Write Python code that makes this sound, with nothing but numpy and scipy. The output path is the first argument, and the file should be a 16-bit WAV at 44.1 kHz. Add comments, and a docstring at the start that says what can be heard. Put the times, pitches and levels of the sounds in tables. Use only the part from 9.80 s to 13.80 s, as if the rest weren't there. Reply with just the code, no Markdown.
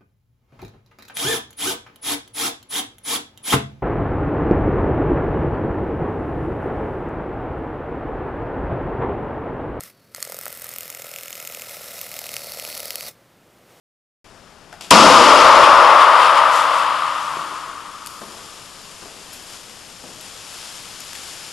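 """A snake buzzes its tail in a plastic tub, close by, in a quiet room with a mains hum.
A short burst and a pause come first; then the tail beats for three seconds, about 40 times a second.
On each beat the tip ticks on the wall and rebounds, and the flesh thumps the tub into resonance;
between beats the scales scrape to and fro. The tone changes as the tail shifts to new spots, and
a bright rasp joins in its last second. When the tail stops, a soft hiss swells."""
import sys
import numpy as np
from scipy import signal
from scipy.fft import rfft, irfft
from scipy.io import wavfile

SR = 44100
rng = np.random.default_rng(int(sys.argv[2]) if len(sys.argv) > 2 else 0)


def wav_record(signal):
    """Record a signal, one row per channel, as 16-bit PCM in the file named by sys.argv[1]."""
    frames = np.transpose(np.atleast_2d(signal))
    bounded = np.clip(frames, -1, 1)
    # unit amplitude maps onto the largest positive 16-bit level
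    quanta = np.round(bounded * 32767).astype(np.int16)
    wavfile.write(sys.argv[1], SR, quanta)


N = 176400
TOP_HZ = 15550

# strength of the ordinary beats (time [s], tick level [dB], thump level [dB])
BEAT_LEVELS = [(.4, -13, -22), (.54, -13, -21), (.62, -12, -19), (.75, -11.5, -20), (.95, -11, -20),
               (1.05, -12.5, -20), (1.22, -13, -17), (1.5, -10.5, -19), (1.85, -14.5, -18), (2.1, -15, -18),
               (2.45, -12, -17), (2.75, -13, -15), (3.28, -12, -16)]
# hollow knocks on the wall (time [s], ring level [dB], pitch [Hz], slap level [dB])
WALL_KNOCKS = [(.008, -20, 580, -26), (.3815, -18, 560, -24), (.4724, -14, 550, -20),
               (.4971, -12.5, 550, -18), (.5222, -16, 560, -13), (.5439, -14, 540, -26),
               (.5878, -15, 550, -25), (.665, -18, 600, -7), (.6781, -17, 580, -24),
               (1.1963, -17, 550, -30), (1.2446, -16, 580, -30), (1.6997, -16, 560, -30),
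               (1.7729, -16, 550, -30), (1.9691, -16, 590, -30), (2.0096, -17, 540, -24),
               (2.4165, -15, 660, -30), (2.6441, -15, 570, -30), (2.7721, -15, 540, -30),
               (2.994, -15, 550, -30), (3.0568, -15, 540, -30), (3.1403, -17, 500, -19)]
# modes of the tub, the second the strongest (frequency [Hz], level [dB])
TUB_MODES = [(525, 1), (580, 8.5), (680, -1), (1370, -2)]


def ticks(t, beats, rebound_s=.0037, treble_hz=8000):
    """Inelastic impact: the tip strikes the wall, loses energy and rebounds more weakly."""
    # hard strikes of the tip (time [s], level [dB], extra treble [dB])
    strikes = [(0.0072, -14.0, 8), (0.036, -12.5, 2), (0.3478, -5.5, -4), (0.3621, -12, -1),
               (0.427, -0.5, 2), (0.4508, -7.5, -2), (0.589, -11, 5), (0.6562, -6, 2), (0.8198, -7.5, 0),
               (0.8434, -8.0, 1), (0.9845, -8, 1), (1.0078, -9.5, 3), (1.102, -8, 1), (1.1488, -8.5, 0),
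               (1.3614, -7.0, -1), (1.3861, -9.0, 2), (1.434, -9, 1), (1.5286, -5.5, -2), (1.601, -9, 1),
               (1.6743, -7.5, 0), (1.7482, -7.5, 4), (1.8202, -7.5, 1), (2.214, -9.0, 6),
               (2.3908, -5.5, -1), (2.4914, -8.5, 0), (2.5409, -7.0, 3), (2.5663, -2.5, -3),
               (2.7206, -7.5, 0), (2.798, -1.5, -4), (2.8505, -7.0, 0), (2.9513, -8.5, 3), (2.977, -8.0, 4),
               (3.0031, -8.0, 4), (3.056, -9.5, 4), (3.1061, -3.5, 1), (3.1566, -2.0, 4), (3.2086, -5.0, 0)]
    hard_s, hard_db, hard_treble_db = np.array(strikes).T
    soft_s = beats_apart(beats, hard_s)
    times = np.r_[hard_s, soft_s]
    force, lag, size = np.clip(rng.standard_normal((len(times), 3)).T, -1.5, 1.5)
    db = np.r_[hard_db, curve(BEAT_LEVELS, soft_s) + 1.9 * force[len(hard_s):]]
    treble_db = np.r_[hard_treble_db, np.zeros(len(soft_s))]
    rebound_db = np.minimum(db, curve(BEAT_LEVELS, times)) - 10 + 4 * size
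    rebounds = impulses(times + rebound_s * (1 + .1 * lag), rebound_db)
    body = wall(t, impulses(times, db) + rebounds)
    snap = wall(t, impulses(times, db + treble_db) + rebounds)
    crossover = signal.butter(2, treble_hz, fs=SR, output="sos")
    return snap + signal.sosfiltfilt(crossover, body - snap)  # zero phase: body below, snap above


def wall(t, hits):
    """Modal excitation: the spot that is struck sets which resonances of the wall sound."""
    # spectrum of a tick on each of four spots (frequency [Hz], level [dB])
    opening = [(400, -12), (1000, -9), (1350, 1), (1600, -7), (2000, 3), (2600, -11), (3300, -4),
               (3800, -14), (4300, 2), (5000, 2.5), (5500, -8), (6800, 6), (7600, -3), (8100, 3),
               (10000, 0), (11300, -8), (12300, 0), (13700, 4), (15500, -9)]
    first = [(400, -10), (650, -5), (1000, -11), (1400, -6), (2000, -9), (2900, -6), (3800, -13),
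             (4600, -7), (5500, -14), (6800, -2), (7600, -9), (8100, -2), (10500, -8), (12300, -4),
             (13700, 5.5), (15500, -9)]
    second = [(400, -12), (1650, -13), (2200, 2), (2850, 3), (3400, -3), (3900, -10), (4600, -5),
              (5600, -9), (7100, 3), (8400, -7), (12000, -9), (13200, 4), (14000, 4.5), (15500, -14)]
    third = [(400, -9), (1650, -9), (2100, 3), (3100, 4.5), (3800, -7), (4550, 4), (5050, 0), (6000, 2),
             (9200, -7), (10900, 6), (12400, -1), (13000, 5), (13500, -2), (15500, -7)]
    # share of power as the tail shifts (time [s], opening [0-1], first [0-1], second [0-1], third [0-1])
    shares = [(.46, 1, 0, 0, 0), (.6, 0, 1, 0, 0), (.85, 0, 1, 0, 0), (1.15, 0, 0, 1, 0), (2.3, 0, 0, 1, 0),
              (2.6, 0, 0, 0, 1)]
    crack_gain = undb(-4)
    contact = (hits + crack_gain * crackle(hits, decay_s=.0009)) / np.hypot(1, crack_gain)
    spots = (colour(contact * np.sqrt(curve(shares, t, column)), spectrum)
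             for column, spectrum in enumerate((opening, first, second, third), start=1))
    return highpass(sum(spots), hz=494)


def thumps(beats, lag_s=.00066, backswing_s=.015, detune=.03):
    """Impulse excitation: the fleshy tail pushes the tub on each beat, and lightly on the backswing."""
    beats = beats_apart(beats, np.array(WALL_KNOCKS)[:, 0])
    scatter = np.clip(rng.standard_normal((len(beats), 6)).T, -2, 2)
    lag, size, pitch, back_lag, back_size, back_pitch = scatter
    db = curve(BEAT_LEVELS, beats, column=2) - 5
    forward = tub(beats + lag_s + .00061 * lag, db + 2.5 * size, 1 + detune * pitch)
    back = tub(beats + backswing_s + .00199 * back_lag, db - 7 + 3 * back_size, 1 + detune * back_pitch)
    return forward + back


def knocks():
    """Transient and free vibration: a heavier knock gives a dry slap and rings the tub."""
    # spectrum of the slap (frequency [Hz], level [dB])
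    spectrum = [(200, -25), (550, -2), (900, 1), (1350, 10), (1900, 8), (2600, -2), (6000, -3),
                (15000, -12)]
    times, ring_db, hz, slap_db = np.array(WALL_KNOCKS).T
    slaps = crackle(impulses(times, slap_db), decay_s=.0012)
    return tub(times, ring_db, hz / TUB_MODES[1][0]) + colour(slaps, spectrum)


def tub(times, db, pitch_ratios):
    """Superposition: each push adds one ring, whose pitch depends on where the tail lands."""
    out = np.zeros(N + SR)
    for onset_s, gain, ratio in zip(times, undb(db), pitch_ratios):
        response, start = ring(ratio), max(int(onset_s * SR), 0)
        out[start:start + len(response)] += gain * response
    return out[:N]


def ring(pitch_ratio=1, t60_s=.03, cutoff_hz=420):
    """Damped resonance: the tub rings briefly in its low modes and radiates little below them."""
    t = np.arange(SR // 8) / SR
    modes = sum(undb(db) * np.sin(2 * np.pi * hz * pitch_ratio * t) for hz, db in TUB_MODES)
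    damped = modes * undb(-60 * t / t60_s)
    return unit(highpass(highpass(damped, cutoff_hz), cutoff_hz))


def scrape(t, cycles, swing_db=2, turn_db=.8, flutter_db=1.7):
    """Sliding friction: scales cross the plastic in fine, uneven grains, out and back on each beat."""
    # spectra under light and hard pressure (frequency [Hz], level [dB])
    light_spectrum = [(300, -17), (900, 2), (1400, 7.5), (1900, 7.5), (2900, 4), (4000, 3), (5800, 3.5),
                      (7400, -2.5), (9500, 6.5), (10500, 4), (13100, 6), (14500, 4.5), (15600, -2)]
    hard_spectrum = [(300, -5.5), (600, -1), (1000, -1), (1650, -1.5), (2400, 2), (3000, -4), (4000, 3.5),
                     (4550, 0), (5250, 0.5), (5800, 3.5), (6800, -3.5), (8000, -3), (10000, -1.5),
                     (11000, 0.5), (13500, 0.5), (15600, 0)]
    # envelopes under light and hard pressure (time [s], level [dB])
    light_levels = [(0, -46), (.06, -45), (.11, -52), (.14, -84), (.315, -67), (.328, -58), (.342, -57),
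                    (.365, -45), (.65, -43.5), (1.1, -43.5), (1.7, -43.5), (2.1, -42.5), (2.6, -47.5),
                    (3.29, -52), (3.33, -75)]
    hard_levels = [(.3, -64.5), (1.2, -55), (1.7, -46), (2.05, -41.5), (2.4, -41.5), (2.62, -41),
                   (2.95, -37.5), (3.15, -40.5), (3.295, -38.5), (3.32, -55), (3.4, -88)]
    grains = rng.standard_normal((2, N)) * undb(3 * np.minimum(rng.exponential(size=(2, N)), 5))
    angle = 2 * np.pi * (cycles - .65)
    stroke_db = swing_db * np.cos(angle) + turn_db * np.cos(2 * angle)
    grains = grains / grains.std() * undb(stroke_db + flutter_db * wander(rate_hz=170))
    light = grains[0] * undb(curve(light_levels, t))
    hard = grains[1] * undb(curve(hard_levels, t))
    resonance = undb(-16) * through(light + hard, ring())
    return colour(light, light_spectrum) + colour(hard, hard_spectrum) + resonance


def rasp(t, centre_hz=4500, width_hz=400):
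    """Narrow-band friction noise: pressed hard, the scales rasp around a wandering frequency."""
    # envelope of the rasp (time [s], level [dB])
    levels = [(2.1, -70), (2.5, -51), (2.75, -46.5), (3.0, -45.5), (3.28, -45), (3.33, -90)]
    lowpass = signal.butter(2, width_hz / 2, fs=SR, output="sos")
    in_phase, quadrature = signal.sosfilt(lowpass, rng.standard_normal((2, N)))
    angle = 2 * np.pi * np.cumsum(centre_hz * (1 + .02 * wander(rate_hz=35))) / SR
    band = in_phase * np.cos(angle) + quadrature * np.sin(angle)
    return band / in_phase.std() * undb(curve(levels, t))


def rumble(t):
    """Forced vibration: the shaken tub gives off low noise."""
    # spectrum of the rumble (frequency [Hz], level [dB])
    spectrum = [(25, -6.5), (65, -5.5), (230, -1.5), (400, -11), (900, -26), (3000, -51)]
    # its envelope (time [s], level [dB])
    levels = [(0, -58), (.12, -67), (.2, -67), (.5, -58.5), (1.5, -63.5), (2.4, -59), (3.25, -57.5),
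              (3.35, -64)]
    return colour(rng.standard_normal(N), spectrum) * undb(curve(levels, t))


def background(t, hum_hz=120):
    """Incoherent sources add: steady room noise, mains hum and a late swell of hiss."""
    # spectra of the room noise and the hiss (frequency [Hz], level [dB])
    room_spectrum = [(20, -59), (45, -34), (90, -0.5), (150, 9), (200, 3.5), (350, 4), (540, 4.5),
                     (800, -5.5), (1400, -3), (4000, -14.5), (9000, -29), (15000, -63)]
    hiss_spectrum = [(40, -20), (130, -16.5), (350, -3), (570, -1), (850, -5.5), (2000, -11.5),
                     (6000, -17.5), (15000, -20.5)]
    # envelope of the hiss (time [s], level [dB])
    hiss_levels = [(3.25, -85), (3.35, -58.5), (3.55, -59), (3.85, -56.5), (3.9, -53), (4, -52)]
    hum = undb(-69.5) * np.sqrt(2) * np.sin(2 * np.pi * hum_hz * t)
    hiss = colour(rng.standard_normal(N), hiss_spectrum) * undb(curve(hiss_levels, t))
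    return undb(-58.5) * colour(rng.standard_normal(N), room_spectrum) + hum + hiss


def beats_apart(beats, times, gap_s=.01):
    """The beats that coincide with none of the given times."""
    return beats[np.abs(beats[:, None] - times).min(axis=1) > gap_s]


def impulses(times, db):
    """Ideal impacts: one impulse for each contact."""
    out = np.zeros(N)
    np.add.at(out, np.clip((times * SR).astype(int), 0, N - 1), undb(db))
    return out


def crackle(hits, decay_s):
    """Contact noise: a short, decaying puff after each impulse."""
    decay = unit(np.exp(-np.arange(SR // 20) / SR / decay_s))
    return through(hits, decay) * rng.standard_normal(N)


def reflections(decay_s):
    """Diffuse reflection: exponentially decaying noise of unit energy."""
    t = np.arange(SR // 4) / SR
    return unit(rng.standard_normal(len(t)) * np.exp(-t / decay_s))


def wander(rate_hz):
    """Smooth random modulation with a spread near 1."""
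    steps = rng.standard_normal(int(rate_hz * N / SR) + 2)
    return 1.2 * np.interp(np.arange(N) * rate_hz / SR, np.arange(len(steps)), steps)


def colour(x, spectrum, size=4096):
    """Minimum-phase filtering at unit energy, from points of (frequency [Hz], level [dB])."""
    hz, db = np.array(spectrum, float).T
    f = np.maximum(np.fft.rfftfreq(size, 1 / SR), 1)
    gain = undb(np.interp(np.log(f), np.log(hz), db)) / (1 + (f / TOP_HZ) ** 40)
    cepstrum = irfft(np.log(gain + 1e-5))
    cepstrum[1:size // 2] *= 2  # folding the cepstrum makes the response causal
    cepstrum[size // 2 + 1:] = 0
    response = irfft(np.exp(rfft(cepstrum)))
    return through(x, unit(response))


def highpass(x, hz):
    """Second-order roll-off of the bass."""
    return signal.sosfilt(signal.butter(2, hz, "high", fs=SR, output="sos"), x)


def through(x, response):
    """Convolution with an impulse response."""
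    return signal.fftconvolve(x, response)[:N]


def unit(response):
    """Normalisation to unit energy."""
    return response / np.sqrt(np.sum(response ** 2))


def curve(table, t, column=1):
    """Linear interpolation of one column of a table at times t."""
    rows = np.array(table, float)
    return np.interp(t, rows[:, 0], rows[:, column])


def undb(db):
    """Decibels to amplitude ratio."""
    return 10 ** (np.asarray(db) / 20)


def scene(start_s=.4036, stop_s=3.29, walls_s=.002, room_s=.11):
    """Direct sound and reflections: the tail beats, tub and room answer; the two channels differ only faintly."""
    # beat rate of the tail (time [s], rate [Hz])
    beat_rate = [(0.4, 40.97), (0.56, 44.44), (0.8, 42.55), (1.15, 42.54), (1.45, 41.83), (1.75, 40.99),
                 (2.1, 40.29), (2.35, 40.05), (2.7, 38.9), (3.0, 38.75), (3.15, 39.69), (3.3, 33.49)]
    t = np.arange(N) / SR
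    cycles = np.cumsum(curve(beat_rate, t)) / SR
    cycles -= np.interp(start_s, t, cycles)
    whole_cycles = np.arange(np.interp(stop_s, t, cycles))
    beats = np.interp(whole_cycles, cycles, t)
    tail = rumble(t) + ticks(t, beats) + thumps(beats) + knocks() + scrape(t, cycles) + rasp(t)
    enclosure = undb(-10) * reflections(walls_s) + undb(-32.5) * reflections(room_s)
    mid = tail + through(tail, enclosure) + background(t)
    side = undb(-28) * through(mid, reflections(walls_s))
    return np.array([mid + side, mid - side])


def record(dry):
    """Band limiting: the deep bass and the highest treble are cut."""
    steep_lowpass = signal.ellip(10, .2, 70, TOP_HZ, fs=SR, output="sos")
    return signal.sosfilt(steep_lowpass, highpass(dry, hz=40))


dry = scene()
out = record(dry)
wav_record(out)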